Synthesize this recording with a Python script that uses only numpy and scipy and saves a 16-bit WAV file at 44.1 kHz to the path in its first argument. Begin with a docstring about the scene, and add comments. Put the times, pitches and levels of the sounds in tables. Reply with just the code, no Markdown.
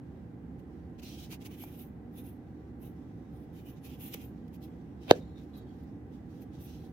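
"""A faux-leather jewelry box, handled close to a stereo pair in a quiet room with a low ventilation rumble.
First fingers pinch the velvet pad; it slides out and is pushed back, scraping and hissing along the
lining and bumping the hollow shell. About five seconds in, after a very brief swell of noise, the lid
snaps shut with one hollow clap. Last, fingers turn the closed box, squeaking and rubbing on it."""
import sys
import numpy as np
from scipy import signal
from scipy.fft import rfft, irfft, next_fast_len
from scipy.io import wavfile
from scipy.ndimage import uniform_filter1d, map_coordinates

SR = 44100
rng = np.random.default_rng(int(sys.argv[2]) if len(sys.argv) > 2 else 0)


def wrap_up_sound(samples):
    """Save the sound to the file named by the first command line argument, as 16-bit audio."""
    columns = np.atleast_2d(samples).T
    # keep every value between -1 and 1, then stretch to whole-number steps
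    tamed = np.clip(columns, -1, 1)
    steps = np.round(tamed * 32767).astype(np.int16)
    wavfile.write(sys.argv[1], SR, steps)


N = 305373
TIME = np.arange(N) / SR
SHUT_S = 5.1107  # the lid lands

# The colour of leather, rubbed or struck. Each row: frequency in Hz, gain in dB.
LEATHER_COLOUR = [(1200, -16), (1900, -10.5), (2500, 0.5), (3100, 1), (3800, 1.5), (4400, -3), (5800, -1.5),
                  (7500, -11), (10500, -15.5)]


def amp(db):
    """Decibels to gain."""
    return 10 ** (np.asarray(db) / 20)


def unit(x):
    """Scale to rms 1."""
    return x / np.sqrt(np.mean(x ** 2) + 1e-20)


def along(points, hz):
    """Read a curve of (Hz, value) points on a log frequency axis."""
    freqs, values = np.transpose(points)
    return np.interp(np.log(hz + 1), np.log(freqs + 1), values)


def wobble(rate):
    """A smooth random curve, rate knots a second."""
    return map_coordinates(rng.standard_normal(int(N * rate / SR) + 4), [TIME * rate])


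def filtered(x, response):
    """Filter x by a response given as a function of Hz."""
    size = 2 * next_fast_len(N // 2 + SR // 4)
    return irfft(rfft(x, size) * response(np.fft.rfftfreq(size, 1 / SR)), size)[..., :N]


def causal(db):
    """The minimum-phase response with this gain: it rings only after it is struck."""
    cepstrum = irfft(np.log(amp(db)))
    half = cepstrum.shape[-1] // 2
    return np.exp(rfft(cepstrum * np.r_[1, np.full(half - 1, 2), 1, np.zeros(half - 1)]))


def mics(left_minus_right):
    """Share a level or delay between the microphones: plus half left, minus half right."""
    return np.array([[.5], [-.5]]) * left_minus_right


def diffuse(pair):
    """Two unrelated signals become a room field: alike in the bass, nearly unrelated in the treble."""
    # Each row: frequency in Hz, correlation between the microphones.
    likeness = [(60, 0.98), (130, 0.94), (290, 0.98), (640, 0.46), (1410, 0.077), (3100, -0.0062),
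                (6820, 0.075), (15000, 0.27)]
    alike = lambda hz: along(likeness, hz)
    mid, side = filtered(pair, lambda hz: np.sqrt([(1 + alike(hz)) / 2, (1 - alike(hz)) / 2]))
    return np.array([mid + side, mid - side])


def ventilation(level_db):
    """A steady rumble behind everything, coloured by the room's resonances."""
    # The moving air. Each row: frequency in Hz, gain in dB.
    colour = [(13, -63.5), (22, -30.5), (37, -25), (45, -14), (59, -3), (97, -3), (241, -5), (335, -9),
              (467, -18.5), (667, -26.5), (787, -25), (1100, -35.5), (1570, -33), (2720, -45.5),
              (5000, -55.5), (11000, -60.5), (14500, -57.5), (15800, -62.5)]
    # Room resonances and dips. Each row: centre in Hz, width in Hz, gain in dB.
    modes = [(57, 7, -7.5), (71.2, 12, 5.5), (91, 11, -5.5), (107, 7, 1), (169.9, 10, 7), (191.4, 24, -4.5),
             (206.5, 8, 5), (224.4, 10, -6.5), (238.3, 9.1, 5), (285, 21, 1), (286, 90, 2), (294, 6.5, 3),
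             (405, 30, -2), (473, 45, 4.5), (600, 120, -0.5), (775, 110, 6.5), (1041, 38, 7),
             (1109, 50, -8), (1147, 35, 9.5), (1440, 30, -6), (1975, 70, 6)]
    # Each row: frequency in Hz, left over right in dB.
    balance = [(60, -3), (110, 0.5), (200, -4.5), (380, -3), (700, 0), (1290, -3.5), (2380, 1), (4400, 1),
               (8120, 0), (15000, -1.5)]
    booms = lambda hz: sum(db / (1 + (2 * (hz - centre) / width) ** 2) for centre, width, db in modes)
    field = diffuse(rng.standard_normal((2, N)))
    air = filtered(field, lambda hz: amp(along(colour, hz) + booms(hz) + mics(along(balance, hz))))
    return amp(level_db + 0.21 * wobble(12.0)) * unit(air)


def room(x, build_up_s):
    """The room's short answer, faint this close to the box; each frequency dies at its own speed."""
    # Each row: frequency in Hz, seconds to fall 60 dB.
    decay_times = [(150, 0.34), (500, .3), (1500, 0.15), (4000, 0.075), (12000, .15)]
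    # The reverberation's colour. Each row: frequency in Hz, gain in dB.
    colour = [(100, -29), (450, -18), (900, -30.5), (1700, -13), (4000, -17), (12000, -16.5)]
    hz, t, noise = signal.stft(rng.standard_normal((2, SR // 2)), SR, nperseg=256)
    decay = amp(-60 * t / along(decay_times, hz)[:, None]) * (1 - np.exp(-t / build_up_s))
    decay /= np.sqrt(np.mean(decay ** 2, axis=1, keepdims=True) * (SR // 2))
    tail = signal.istft(noise * decay * amp(along(colour, hz))[:, None], SR, nperseg=256)[1]
    return diffuse(signal.fftconvolve(x.mean(axis=0)[None], tail, axes=1)[:, :N])


def friction(colour, grain_db, side_db, patchy_db):
    """Dense uneven slips, near rms 1; their fine resonances shift as the contact moves."""
    slips = rng.standard_normal((2, N)) * amp(grain_db * wobble(900))
    spectra = signal.stft(slips, nperseg=512)[2]
    patches = uniform_filter1d(rng.standard_normal(spectra.shape[1:]), size=3, axis=0)
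    patches = unit(uniform_filter1d(patches, size=18, axis=1))
    slips = signal.istft(spectra * amp(patchy_db * patches), nperseg=512)[1][:, :N]
    return unit(filtered(slips, lambda hz: amp(along(colour, hz)))) * amp(mics(side_db))


def strokes(rows, attack_s, release_s, sag_db_per_s):
    """An envelope for each of two level columns; a stroke eases in, slows a little and coasts to a stop."""
    power = np.zeros((2, N))
    for start, length, *levels in rows:
        t = TIME - start
        rise = .5 + .5 * np.tanh(.5 * t / attack_s)
        hold = amp(-sag_db_per_s * np.clip(t, 0, length))
        fall = np.exp(-np.clip((t - length) / release_s, 0, 20))
        power += (amp(levels)[:, None] * (rise * hold * fall)) ** 2
    return np.sqrt(power)


def swell(peak_s, rise_s, fall_ratio):
    """The bell-shaped envelope of one push, falling more slowly than it rises."""
    fall_s = fall_ratio * rise_s
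    near = slice(round((peak_s - 5 * rise_s) * SR), round((peak_s + 5 * fall_s) * SR))
    t, gain = TIME[near] - peak_s, np.zeros(N)
    gain[near] = np.exp(-.5 * (t / np.where(t < 0, rise_s, fall_s)) ** 2)
    return gain


def ring(start_s, db, hz, t60):
    """One damped mode, struck through a thin leather skin."""
    t = np.arange(SR // 4) / SR
    tone = amp(db - 60 * t / t60) * np.sin(2 * np.pi * hz * t)
    onset = 1 - np.exp(-t / 0.000091)
    start = round(start_s * SR)
    return np.pad(tone * onset, (start, N - start - len(t)))


def squeaks():
    """A fingertip gripping the shut lid sticks and slips in a narrow band."""
    # Each row: peak time in seconds, rise in seconds, level in dB.
    slips = [(5.225, .022, -67.5), (5.375, .012, -71), (5.495, 0.0039, -75), (5.553, 0.013, -61.5),
             (5.69, 0.016, -74)]
    # Each row: frequency in Hz, gain in dB.
    colour = [(2800, -13.5), (3450, -6.5), (3750, -2), (4100, -5), (4800, -14), (6200, -15.5), (8000, -27)]
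    gain = sum(amp(db) * swell(peak, rise, fall_ratio=3.4) for peak, rise, db in slips)
    return gain * friction(colour, grain_db=3.0, side_db=0.5, patchy_db=6.0)


def fingers():
    """Skin slides on the pad's tab and the leather shell; gives the rub and its hiss envelope."""
    # Each row: start and length in seconds, relative rub and hiss levels in dB.
    slides = [(1.035, 0.13, -58.5, -63), (1.18, .075, -61.5, -60.5), (2.96, .3, -84, -91),
              (4.62, 0.02, -69, -63), (4.71, .29, -82, -100), (5.015, .075, -68.5, -81),
              (5.37, 0.075, -76.5, -80), (5.68, 0.16, -83, -85), (6.12, 0.039, -76, -81),
              (6.295, 0.14, -78, -78), (6.53, .08, -71.5, -86), (6.605, .055, -70, -56.5),
              (6.67, 0.092, -67, -71), (6.77, 0.096, -73.5, -74.5)]
    rub, hiss = strokes(slides, attack_s=.008, release_s=0.028, sag_db_per_s=15)
    grip = amp(-90 + 4.5 * wobble(7.8))  # the holding hand never rests
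    leather = friction(LEATHER_COLOUR, grain_db=0.6, side_db=-1.0, patchy_db=2.5)
    return amp(4.0) * np.hypot(rub, grip) * leather, hiss


def scuffs():
    """Quick glancing contacts; gives the rasp and its hiss envelope."""
    # Each row: peak time and rise in seconds, rasp and hiss levels in dB.
    touches = [(.597, .009, -74, -77), (0.996, 0.0072, -59.5, -66), (1.033, 0.0075, -55.5, -62),
               (1.329, .015, -49.5, -50), (1.421, 0.011, -59.5, -62), (1.462, 0.0091, -52, -54),
               (1.639, 0.0023, -53, -59), (3.775, .013, -69.5, -90), (3.856, 0.011, -58.5, -60),
               (4.1422, 0.0034, -41.5, -40.5), (4.482, 0.0028, -67.5, -74), (4.548, 0.011, -65, -62),
               (5.165, 0.019, -58.5, -67), (5.577, 0.011, -79, -64), (5.838, .006, -77, -75),
               (6.425, 0.0084, -68, -63)]
    # Each row: frequency in Hz, gain in dB.
    colour = [(700, -10), (1100, -7.5), (1700, -8), (2500, 2.5), (3500, -2.5), (4600, -5.5), (6200, -4),
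              (8000, -14), (11000, -20.5)]
    rasp, hiss = sum(amp(levels)[:, None] * swell(peak, rise, fall_ratio=1.15)
                     for peak, rise, *levels in touches)
    return rasp * friction(colour, grain_db=2.5, side_db=-1.5, patchy_db=1.5), hiss


def pad():
    """The velvet pad drags along the lining; gives its edge's scrape and its nap's hiss envelope."""
    # Each row: start and length in seconds, relative scrape and hiss levels in dB.
    pushes = [(1.495, 0.052, -66, -63.5), (1.585, 0.049, -62, -52.5), (1.665, 0.091, -68.5, -59),
              (1.775, 0.043, -67, -52.5), (2.152, 0.052, -69, -57.5), (2.24, 0.051, -72, -58),
              (2.82, 0.052, -71, -59.5), (3.335, .1, -84.5, -74), (3.545, 0.049, -67.5, -64),
              (3.66, 0.044, -67.5, -62), (3.843, .1, -64, -63), (4.005, 0.077, -59.5, -48.5),
              (4.115, 0.034, -55, -53), (4.17, 0.054, -65, -63), (4.215, 0.025, -66, -54)]
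    # The pad's edge. Each row: frequency in Hz, gain in dB.
    colour = [(900, -5), (1700, -11), (2400, 3.5), (3000, 2.5), (3700, -1), (4500, -10), (5900, -5),
              (8000, -15), (11000, -24)]
    scrape, hiss = strokes(pushes, attack_s=0.01, release_s=0.028, sag_db_per_s=21)
    return amp(3.5) * scrape * friction(colour, grain_db=-1.0, side_db=-2.0, patchy_db=2.5), hiss


def rubbing():
    """Fingers, scuffs and pad, a little right of centre; every contact also hisses."""
    # The high hiss of nap and skin. Each row: frequency in Hz, gain in dB.
    hiss_colour = [(6000, -26), (8500, -17.5), (10500, -6), (12200, -1.5), (13800, -1), (15500, -6),
                   (17000, -10)]
    rub, skin_hiss = fingers()
    catch = amp(1.5 * wobble(60))  # long strokes catch and ease
    scrape, nap_hiss = pad()
    rasp, scuff_hiss = scuffs()
    hiss_gain = amp(.4) * catch * (nap_hiss + skin_hiss) + scuff_hiss
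    hiss = hiss_gain * friction(hiss_colour, grain_db=1.5, side_db=-1.0, patchy_db=5.5)
    return catch * (scrape + rub) + rasp + hiss


def bumps():
    """The pad bumps the hollow shell; each soft contact wakes only one low mode."""
    # Each row: start in seconds, level in dB, pitch in Hz, seconds to fall 60 dB.
    knocks = [(1.331, -46.5, 955, 0.018), (1.638, -39, 814, 0.018), (4.146, -36, 460, 0.031)]
    return sum(ring(*row) for row in knocks)


def lead_in(peak_db, growth_db_per_s):
    """A brief rush of noise swells steeply just before the snap and stops as it hits."""
    # Each row: frequency in Hz, gain in dB.
    colour = [(200, -13), (660, 2.5), (1200, -15), (2200, -13.5), (3400, -6.5), (4700, -19), (7000, -36.5),
              (15000, -28)]
    time_left = np.minimum(np.abs(SHUT_S - TIME), .5)
    gain = amp(peak_db - growth_db_per_s * time_left) * (TIME < SHUT_S)
    return gain * friction(colour, grain_db=3, side_db=-2, patchy_db=3)


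def off_centre(x):
    """The right microphone is nearer the snap: it hears it earlier and, below the top treble, louder."""
    # Each row: frequency in Hz, left over right in dB.
    balance = [(100, -4), (450, -1.5), (600, -2.5), (900, -10.5), (1700, -1.5), (3500, -3.5), (5500, -4),
               (9000, 1)]
    # Each row: frequency in Hz, the left microphone's lag in seconds.
    left_lag = [(300, 0.000078), (1000, 0.00019), (2000, .00024), (4500, .00022)]
    delay = lambda hz: np.exp(-2j * np.pi * hz * mics(along(left_lag, hz)))
    return filtered(x, lambda hz: causal(mics(along(balance, hz))) * delay(hz))


def snap(clap_db, walls_db, crack_db, crack_t60, lag_s, turn_hz):
    """The rim cracks and rings the walls; the blow spreads through the shell as a hollow clap."""
    # The box's ringing modes. Each row: pitch in Hz, relative level in dB, seconds to fall 60 dB.
    modes = [(478, -28, .14), (600, -27.5, .1), (1123, -27.5, 0.015), (1417, -24, 0.0072),
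             (1736, -10.5, 0.008), (2140, -19.5, 0.013), (2580, -13, 0.0075), (3050, -11, .0075),
             (3680, -10, 0.006), (4125, -13, 0.0027), (5543, -15.5, 0.0034), (10790, -35, 0.0044),
             (13500, -26.5, .003)]
    # The hollow shell's response. Each row: frequency in Hz, gain in dB.
    shell = [(20, -44), (55, -39.5), (110, -18), (250, -7.5), (420, 0), (600, -0.6), (800, -6), (1000, -13),
             (1300, -34.5), (4000, -65)]
    walls = amp(walls_db) * sum(ring(SHUT_S, db, hz, t60) for hz, db, t60 in modes)
    # the leather rims meet at many points within a millisecond
    fall_db = np.minimum(60 * np.abs(TIME - SHUT_S) / crack_t60, 200)
    contacts = amp(crack_db - fall_db) * (TIME > SHUT_S) * rng.standard_normal((2, N))
    crack = filtered(contacts, lambda hz: amp(along(LEATHER_COLOUR, hz)))
    blow = np.zeros(N)
    blow[round(SHUT_S * SR)] = amp(clap_db)
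    # slow bending waves: tones below turn_hz arrive up to lag_s after the crack
    spread = lambda hz: np.exp(-2j * np.pi * lag_s * turn_hz * np.arctan(hz / turn_hz))
    clap = filtered(blow, lambda hz: causal(along(shell, hz)) * spread(hz))
    return off_centre(clap + crack + walls)


def scene():
    """The box close up, the room around it and the rumble behind."""
    rush = lead_in(peak_db=-25.5, growth_db_per_s=850.0)
    shut = snap(clap_db=36.5, walls_db=1.8, crack_db=-12, crack_t60=.005, lag_s=0.00359, turn_hz=468)
    box = rubbing() + squeaks() + bumps() + rush + shut
    return box + room(box, build_up_s=0.0037) + ventilation(level_db=-45.5)


def record(dry):
    """The recorder rounds off peaks near full scale and cuts steeply above its band limit."""
    ceiling, top_hz = .93, 15850
    rounded = dry / (1 + (dry / ceiling) ** 6) ** (1 / 6)
    return filtered(rounded, lambda hz: causal(np.clip((top_hz - hz) / 10, -70, 0)))


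dry = scene()
out = record(dry)
wrap_up_sound(out)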